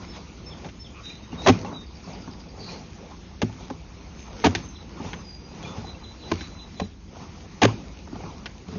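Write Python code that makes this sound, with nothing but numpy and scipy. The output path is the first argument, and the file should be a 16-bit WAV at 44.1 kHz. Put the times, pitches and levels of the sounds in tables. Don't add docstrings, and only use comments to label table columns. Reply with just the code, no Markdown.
import sys
import numpy as np
from scipy import signal
from scipy.fft import rfft, irfft, next_fast_len
from scipy.io import wavfile
from scipy.ndimage import uniform_filter1d, minimum_filter1d

SR = 44100
rng = np.random.default_rng(int(sys.argv[2]) if len(sys.argv) > 2 else 0)


def amplitude_ratio(level_db):
    exponent = np.asarray(level_db, float) / 20
    return 10 ** exponent


def to_wav(sig):
    pcm = np.clip(np.atleast_2d(sig), -1, 1) * 32767
    pcm = np.round(pcm).astype(np.int16)
    wavfile.write(sys.argv[1], SR, pcm.T)


N = 387198


def evened(x):
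    return x / np.sqrt(np.mean(x ** 2) + 1e-20)


def add(mix, s, sound):
    part = mix[max(round(s * SR), 0):][:len(sound)]
    part += sound[:len(part)]


def coloured(x, points):
    f, db = np.transpose(points)
    size = next_fast_len(len(x))
    hz = np.fft.rfftfreq(size, 1 / SR)
    gain = amplitude_ratio(np.interp(np.log(hz + 1), np.log(f + 1), db))
    return irfft(rfft(x, size) * gain, size)[:len(x)]


def ring(modes, detune=1, rise_s=0.00079):
    t = np.arange(9000) / SR
    out = np.zeros(len(t))
    for (hz, db, t60), factor in zip(modes, detune * np.ones(len(modes))):
        out += amplitude_ratio(db - 60 * t / t60) * np.sin(2 * np.pi * hz * factor * t)
    return out * (1 - np.exp(-t / rise_s))


# pitch in Hz, level in dB, time to fall 60 dB in seconds.
DRUM_MODES = [(100.3, -9, 0.23), (178.8, -5.5, 0.081), (235.9, -7.5, 0.13), (392.6, -8.5, 0.085)]
# pitch in Hz, level in dB, time to fall 60 dB in seconds.
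FRAME_MODES = [(558, -2.5, 0.011), (691, -1.5, 0.02), (821, 1.5, 0.018), (1101, -3.5, 0.017),
               (1450, -8, 0.01)]
# frequency in Hz, level in dB per Hz.
CRACK_COLOUR = [(760, -56), (1300, -32), (1460, 15.5), (1870, 12), (3180, 9), (5220, 1.5), (6280, 3.5),
                (6650, 1), (7200, -12.5), (9360, -40), (15800, -120)]


def blow(db, thud_db, crack_db, length_ms, thud_hz, rise_s, lag, tail_db):
    t = np.arange(12000) / SR
    white, sign = rng.standard_normal((2, len(t)))
    touch = rng.random(len(t)) < 1200 / SR
    detune = rng.uniform(0.896, 1.116, 9)
    end = max(length_ms, 1) / 1000
    burst = (1 - np.exp(-t / rise_s)) * np.exp(-t / (1.5 * end)) / (1 + (t / end) ** 6)
    hits = sign * touch * burst
    hits[round(rise_s * SR)] = 1.1

    crack_shape = burst * (1 + 0.65 * np.exp(-t / 0.001)) + amplitude_ratio(tail_db) * np.exp(-t / 0.031)
    crack = coloured(white + 5 * sign * touch, CRACK_COLOUR) * crack_shape
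    frame = signal.fftconvolve(hits, ring(FRAME_MODES, detune[:5]))[:len(t)]

    bend = np.sin(2 * np.pi * thud_hz * (t - 0.0012 * np.exp(-t / 0.012)))
    bend *= amplitude_ratio(-60 * t / 0.068) * (1 - np.exp(-t / 0.0016))
    drum = np.pad(ring(DRUM_MODES, detune[5:], rise_s=0.0066), (0, len(t)))[:len(t)]
    thud = np.roll(bend + drum, round(lag * end * SR))

    out = np.zeros(len(t))
    for part, level in ((frame, db), (thud, db + thud_db), (crack, db + crack_db)):
        out += amplitude_ratio(level) * part / abs(part).max()
    return out * signal.windows.tukey(2 * len(t), .3)[len(t):]


# start in seconds, rattle peak in dB, crack in dB relative to it,
# rattle length in ms, thud pitch in Hz.
SLAPS = [(1.462, -6.5, -8, 14.8, 495), (1.47, -7, 2, 11, 370), (1.482, -5.5, -0.5, 14.4, 359),
         (1.494, -8, 0.5, 11.7, 252), (3.417, -17, -1, 14, 438), (3.7, -26.5, -7, 8.4, 510),
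         (4.44, -8, -9, 13.5, 418), (4.444, -14.5, 4.5, 25, 249), (4.459, -10, -0.5, 21, 266),
         (6.315, -15.5, -1.5, 8.3, 313), (6.798, -18.5, -1, 11, 555), (7.617, -8, -3, 16.7, 410),
         (7.63, -8.5, 5, 18, 280), (7.65, -6, -2, 8.9, 383), (6.811, -26, -16, 16, 185),
         (3.705, -28, -25, 9.3, 248)]


def slaps():
    out = np.zeros(N)
    for s, db, crack_db, ms, hz in SLAPS:
        thud_db = -11 * np.log2(hz / 295)
        add(out, s, blow(db, thud_db, crack_db, ms, hz, rise_s=0.00063, lag=0.273, tail_db=-20.5))
    return out


# start in seconds, rattle peak in dB, thud and crack in dB relative to it,
# frequency in Hz above which the tick is dull.
TICKS = [
    (0.645, -33.5, -21, 1, 5000),
    (0.688, -50.5, -16, 15.5, 4000),
    (4.55, -25, -1, 13.5, 9000),
    (5.132, -31, -21, 11.5, 4400),
    (6.409, -39.5, 3, 12, 4000),
    (8.458, -32.5, -10, 10, 5500),
]


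def ticks():
    out = np.zeros(N)
    for s, db, thud_db, crack_db, top_hz in TICKS:
        tick = blow(db, thud_db, crack_db, length_ms=11.3, thud_hz=318,
                    rise_s=0.000067, lag=0.24, tail_db=-14.5)
        add(out, s, signal.sosfilt(signal.butter(4, top_hz, fs=SR, output="sos"), tick))
    return out


# start in seconds, rattle peak in dB, thud and crack in dB relative to it,
# thud pitch in Hz.
BUMPS = [(0.663, -35, -5, -13, 224), (1.327, -33.5, 7, -8.5, 234), (1.648, -25.5, -11, -10, 417),
         (1.727, -31.5, -3, -20, 254), (2.075, -37, 5, -20, 186), (2.276, -31.5, 0.5, -15, 254),
         (3.429, -31, 18, -20, 214), (3.495, -38.5, -2, -21, 183), (4.999, -35, 7, -34, 270),
         (5.048, -31.5, 5.5, -19, 164), (5.517, -43.5, 9.5, -19, 132), (5.657, -32, -20, -17, 250),
         (5.775, -46.5, 21, -22, 99), (5.844, -32.5, -2, -20, 172), (7.167, -34.5, -9, -10, 180),
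         (8.074, -36.5, -3, -20, 253), (8.127, -39, 11.5, -21, 267), (8.156, -31, 1, -10, 205),
         (8.204, -33.5, -5, -14, 180), (8.236, -31.5, 0, -18, 156), (8.683, -40, 12, -1, 199),
         (8.726, -41.5, 14, -15, 218), (8.756, -36, 11.5, 1, 181)]


def bumps():
    out = np.zeros(N)
    for s, db, thud_db, crack_db, hz in BUMPS:
        bump = blow(db, thud_db, crack_db, length_ms=8.6, thud_hz=hz,
                    rise_s=.0012, lag=0.33, tail_db=-14.5)
        add(out, s - .001, bump)
    return out


# start in seconds, pitch in Hz, level in dB.
PINGS = [
    (1.1, 2420, -41),
    (1.32, 2800, -44),
    (1.527, 2430, -34),
    (1.66, 2700, -42.5),
    (2.688, 2440, -39.5),
    (5.649, 2410, -36.5),
    (5.945, 2700, -45.5),
    (7.684, 2360, -39),
]


def pings():
    out = np.zeros(N)
    for s, hz, db in PINGS:
        add(out, s, amplitude_ratio(db) * ring([(hz, 3, .07)], rise_s=0.0013))
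    return out


# start in seconds, length in seconds, pitch in Hz, level in dB, blur in Hz.
SQUEAKS = [
    (0.932, .089, 2500, -50.5, 500),
    (0.952, 0.066, 1155, -50, 200),
]


def squeaks():
    out = np.zeros(N)
    for s, length, hz, db, width in SQUEAKS:
        add(out, s, note(length, hz, hz, db, width))
    return out


def humps(rows):
    t = np.arange(0, N, 128)[:, None] / SR
    s, db, rise, fall = np.transpose(rows)
    away = np.maximum((t - s) / np.maximum(fall, .01), (s - t) / np.maximum(rise, .01))
    power = (amplitude_ratio(db - 15.5 * away) ** 2).sum(1)
    return np.interp(np.arange(N) / SR, t[:, 0], power)


def shudder(db, t60):
    return humps([(s + 0.024, level + db, .02, t60 * 15.5 / 60) for s, level, *_ in SLAPS])


def patchy(x, depth_db):
    hz, t, z = signal.stft(x, SR, nperseg=512)
    field = uniform_filter1d(rng.standard_normal(z.shape), size=6, axis=0)
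    field = uniform_filter1d(field, size=7, axis=1)
    return evened(signal.istft(z * amplitude_ratio(depth_db * evened(field)), SR, nperseg=512)[1][:N])


def grit(per_s, spread_db):
    size = amplitude_ratio(spread_db * np.minimum(rng.exponential(1, N), 4)) * rng.choice([-1, 1], N)
    return size * (rng.random(N) < per_s / SR)


# time in seconds, level in dB.
TENSION = [(0, -46.5), (.26, -50.5), (.6, -54.5), (.86, -55), (1.35, -52), (1.9, -56), (2.1, -48.5),
           (2.47, -57), (3.0, -53.5), (3.85, -55), (4.3, -50), (4.8, -54.5), (5.36, -58.5), (5.95, -52.5),
           (6.82, -52.5), (6.98, -64.5), (7.3, -51.5), (8.78, -55)]


def tension():
    s, db = np.transpose(TENSION)
    return amplitude_ratio(np.interp(np.arange(N) / SR, s, db))


# peak in seconds, scrape in dB, rustle in dB relative to it,
# rise in seconds, fall in seconds.
TUGS = [(.17, -45.5, 1.5, 0.041, 0.033), (.47, -49.5, -4.5, 0.069, 0.28), (.664, -42, -7, 0.11, 0.044),
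        (1.1, -53, 4.5, 0.16, .12), (1.33, -43.5, -9, 0.024, .2), (1.455, -35.5, -6.5, 0.081, 0.079),
        (1.665, -37.5, -14, .1, 0.16), (2.1, -47, -5.5, 0.13, 0.68), (4.585, -41, -6, .03, 0.13),
        (2.59, -46.5, -7, 0.057, 0.62), (2.72, -44.5, -0.5, 0.11, 0.14), (3.11, -53, 0.5, 0.023, 0.069),
        (3.65, -49, -3.5, 0.38, 0.16), (6.418, -53, 8.5, 0.079, 0.1), (4.17, -49.5, -15, 0.015, .07),
        (4.43, -42.5, -1.5, 0.12, 0.11), (5.06, -40.5, -4.5, 0.21, 0.26), (5.41, -55.5, -14, 0.023, 0.18),
        (5.67, -42, -4.5, 0.24, 0.19), (5.77, -42, -7, 0.052, 0.2), (6.305, -43, -2.5, 0.08, 0.19),
        (7.22, -45.5, -6, .2, 0.11), (8.255, -42.5, -8.5, 0.18, 0.22), (8.725, -44, -5.5, 0.062, 0.14)]


def drag_level():
    return np.sqrt((amplitude_ratio(-0.5) * tension()) ** 2 + humps(np.delete(TUGS, 2, axis=1)))


# frequency in Hz, level in dB per Hz.
SCRAPE_COLOUR = [(150, -68), (250, -19.5), (353, -9.5), (460, -0.5), (510, -1), (604, -6), (953, -4.5),
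                 (1450, -12.5), (1880, -46), (3190, -120)]


def scrape():
    body = ring(FRAME_MODES[:4] + DRUM_MODES[2:])
    contacts = signal.oaconvolve(grit(per_s=330, spread_db=-2), body)[:N]
    smooth = coloured(rng.standard_normal(N), SCRAPE_COLOUR)
    sound = patchy(0.48 * evened(contacts) + 1.03 * evened(smooth), depth_db=3.0)
    return np.sqrt(drag_level() ** 2 + shudder(-33, t60=0.5)) * sound


# frequency in Hz, level in dB per Hz.
HISS_COLOUR = [(260, -33.5), (450, -32), (616, -15), (1100, -18), (1400, -16.5), (2420, -11), (3090, -15.5),
               (6260, -15), (6720, -16), (7200, -50), (9360, -85), (15800, -120)]


def rustle_and_hiss():
    grains = evened(grit(per_s=210, spread_db=8.5))
    sound = patchy(coloured(rng.standard_normal(N) + 0.25 * grains, HISS_COLOUR), depth_db=1.84)
    pull = tension()
    steady = amplitude_ratio(-54.5) * (pull / np.median(pull)) ** 0.64
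    tugs = humps([(s, db + rustle_db, rise, fall) for s, db, rustle_db, rise, fall in TUGS])
    return np.sqrt(steady ** 2 + tugs + shudder(-37, t60=0.5)) * sound


# frequency in Hz, level in dB per Hz.
RUMBLE_COLOUR = [(15, -30.5), (25, -16), (38, -15.5), (59, -4), (102, -4), (135, -7.5), (171, -1),
                 (290, -9.5), (330, -9.5), (430, -16.5), (730, -120)]


def rumble():
    low = evened(coloured(rng.standard_normal(N), RUMBLE_COLOUR))
    hum = signal.sosfiltfilt(signal.butter(2, 80, fs=SR, output="sos"), low)
    return hum, low - hum


def turning_reel():
    drag = drag_level()
    level = amplitude_ratio(-44.5) * (drag / np.median(drag)) ** 0.64
    return np.sqrt(level ** 2 + shudder(-26, t60=0.76)) * rumble()[1]


def resonate(x, hz, width):
    turn = np.exp(2j * np.pi * np.cumsum(hz * np.ones(len(x))) / SR)
    r = np.exp(-np.pi * width / SR)
    smooth = signal.lfilter([1 - r], [1, -r], x / turn)
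    smooth = signal.lfilter([1 - r], [1, -r], smooth)
    return (turn * smooth).real


def note(length, start_hz, end_hz, db, width):
    hz = np.linspace(start_hz, end_hz, round(length * SR))
    lead_in = np.pad(hz, (2000, 0), "edge")
    blur = evened(resonate(rng.standard_normal(len(lead_in)), lead_in, width)[2000:])
    pure = evened(np.sin(2 * np.pi * np.cumsum(hz) / SR))
    tone = 0.31 * blur + pure * np.clip(40 / width, 0, 1)
    return amplitude_ratio(db) * evened(tone) * signal.windows.tukey(len(hz), .7)


# start in seconds, level in dB.
PEEPS = [
    (.074, -50),
    (0.451, -46.5),
    (0.787, -47),
]
CHIP_LAGS = (.054, .069)


def peeps():
    out = np.zeros(N)
    for s, db in PEEPS:
        add(out, s, note(0.06, 5330, 5310, db, 50))
        add(out, s + CHIP_LAGS[0], note(.02, 3800, 3150, db - 3, 45))
        add(out, s + CHIP_LAGS[1], note(.022, 3760, 2910, db - .6, 45))
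    return out


# start in seconds, length in seconds, pitch in Hz, level in dB.
LOW_VOICE = [
    (1.026, 0.1, 3744, -43),
    (1.127, 0.04, 3700, -52),
    (1.222, 0.042, 3740, -55),
    (1.369, 0.064, 3750, -43.5),
    (1.719, .14, 3710, -49.5),
]
# start in seconds, length in seconds, pitch in Hz, level in dB.
HIGH_VOICE = [
    (1.02, 0.15, 3967, -46),
    (1.377, 0.13, 3925, -44),
    (1.723, 0.079, 3890, -44.5),
]


def duets():
    out = np.zeros(N)
    for s, length, hz, db in LOW_VOICE:
        add(out, s, note(length, hz + 20, hz - 30, db, 48))
    for s, length, hz, db in HIGH_VOICE:
        add(out, s, note(length, hz - 15, hz + 35, db, 48))
    return out


# start in seconds, length in seconds, pitch in Hz, level in dB.
THIN = [
    (4.15, 0.17, 6320, -55),
    (4.6, 0.14, 6300, -50.5),
    (5.05, 0.2, 6220, -56.5),
    (5.17, 0.14, 4970, -54.5),
    (5.241, 0.16, 4880, -47.5),
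    (5.39, 0.2, 4890, -58),
    (6.46, .1, 4040, -58),
    (5.628, 0.11, 3530, -49),
]


def thin_whistles():
    out = np.zeros(N)
    for s, length, hz, db in THIN:
        add(out, s, note(length, hz, hz - 332 * length, db, 110))
    add(out, THIN[-1][0] - .008, note(0.039, 3150, 3500, -48, 60))
    return out


# start in seconds, length in seconds, level in dB, chip level in dB.
SONG = [
    (4.709, 0.13, -56, -49),
    (5.835, .1, -48, -54),
    (5.993, .16, -53, -49.5),
    (6.18, 0.13, -51, -52),
    (6.36, .12, -51.5, -51),
    (6.545, 0.12, -51.5, -53),
    (6.728, 0.15, -54, -52),
]


def song():
    out = np.zeros(N)
    for s, length, db, chip_db in SONG:
        add(out, s, note(length, 4040, 3995, db, 80))
        add(out, s + .015, note(0.96 * length, 3810, 3820, db - 7, 250))
        add(out, s + .042, note(.024, 4000, 3050, chip_db, 50))
        add(out, s + .042 + .047, note(0.019, 3980, 3800, chip_db - 4, 50))
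    return out


def trill():
    out = np.zeros(N)
    count = 8
    for k in range(count):
        s = 1.862 + .089 * k
        db = -51 + 3 * np.sin(np.pi * k / (count - 1))
        add(out, s, note(0.0117, 5710, 4320, db, 300))
        add(out, s + 0.013, note(0.017, 4740, 4700, db - 4.0, 270))
    return out


# sideband number, length in seconds, level in dB.
BUZZ = [
    (-1, 0.18, -55),
    (0, 0.24, -50),
    (1, 0.098, -49.5),
    (2, 0.15, -55),
]


def buzz():
    out = np.zeros(N)
    start_s = 2.575
    for side, length, db in BUZZ:
        hz = 4290 + side * 308
        add(out, start_s, note(length, hz, hz - 300 * length, db, 63))
    add(out, start_s, note(.22, 4570, 4460, -49.5, 700))
    return out


def birds():
    calls = peeps() + duets() + thin_whistles() + song() + trill() + buzz()
    t = np.arange(9000) / SR
    echo = rng.standard_normal(len(t)) * amplitude_ratio(-60 * t / .35) * (t > .01)
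    return calls + amplitude_ratio(-7) * signal.fftconvolve(calls, echo / np.linalg.norm(echo))[:N]


def traffic():
    return amplitude_ratio(-34.5) * rumble()[0]


def scene():
    cable = slaps() + ticks() + bumps() + pings() + squeaks()
    drag = scrape() + rustle_and_hiss() + turning_reel()
    return (cable + drag + birds() + traffic())[None]


def top_cut(x):
    return signal.sosfilt(signal.butter(12, 8020, fs=SR, output="sos"), x)


def record(dry):
    dry = signal.sosfilt(signal.butter(3, 36, "high", fs=SR, output="sos"), dry)
    dry = .9 * np.tanh(dry / .9)
    hz, t, z = signal.stft(dry, SR, nperseg=1024, noverlap=768)

    steps = 120 * np.repeat(rng.standard_normal(len(t) // 12 + 1), 12)[:len(t)]
    level_db = 10 * np.log10((abs(z[0, 50:150]) ** 2).sum(0) + 1e-12)
    edge_hz = 6770 + steps + 14 * np.maximum(level_db + 53.5, 0)
    edge_db = np.clip(-.3 * (hz[:, None] - edge_hz), -62, 0)

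    power = uniform_filter1d(abs(z[0]) ** 2, size=10, axis=1)
    power = uniform_filter1d(power, size=3, axis=0)
    power_db = 10 * np.log10(abs(power) + 1e-14)
    masker_db = -minimum_filter1d(-power_db, size=13, axis=0, origin=6)
    masked = (power_db < masker_db - 16) & (hz[:, None] > 3900)

    z = z * amplitude_ratio(edge_db - 30 * masked)
    x = signal.istft(z, SR, nperseg=1024, noverlap=768)[1][:, :N]
    mix = x + amplitude_ratio(-100) * rng.standard_normal(x.shape)
    return top_cut(mix)


dry = scene()
out = record(dry)
to_wav(out)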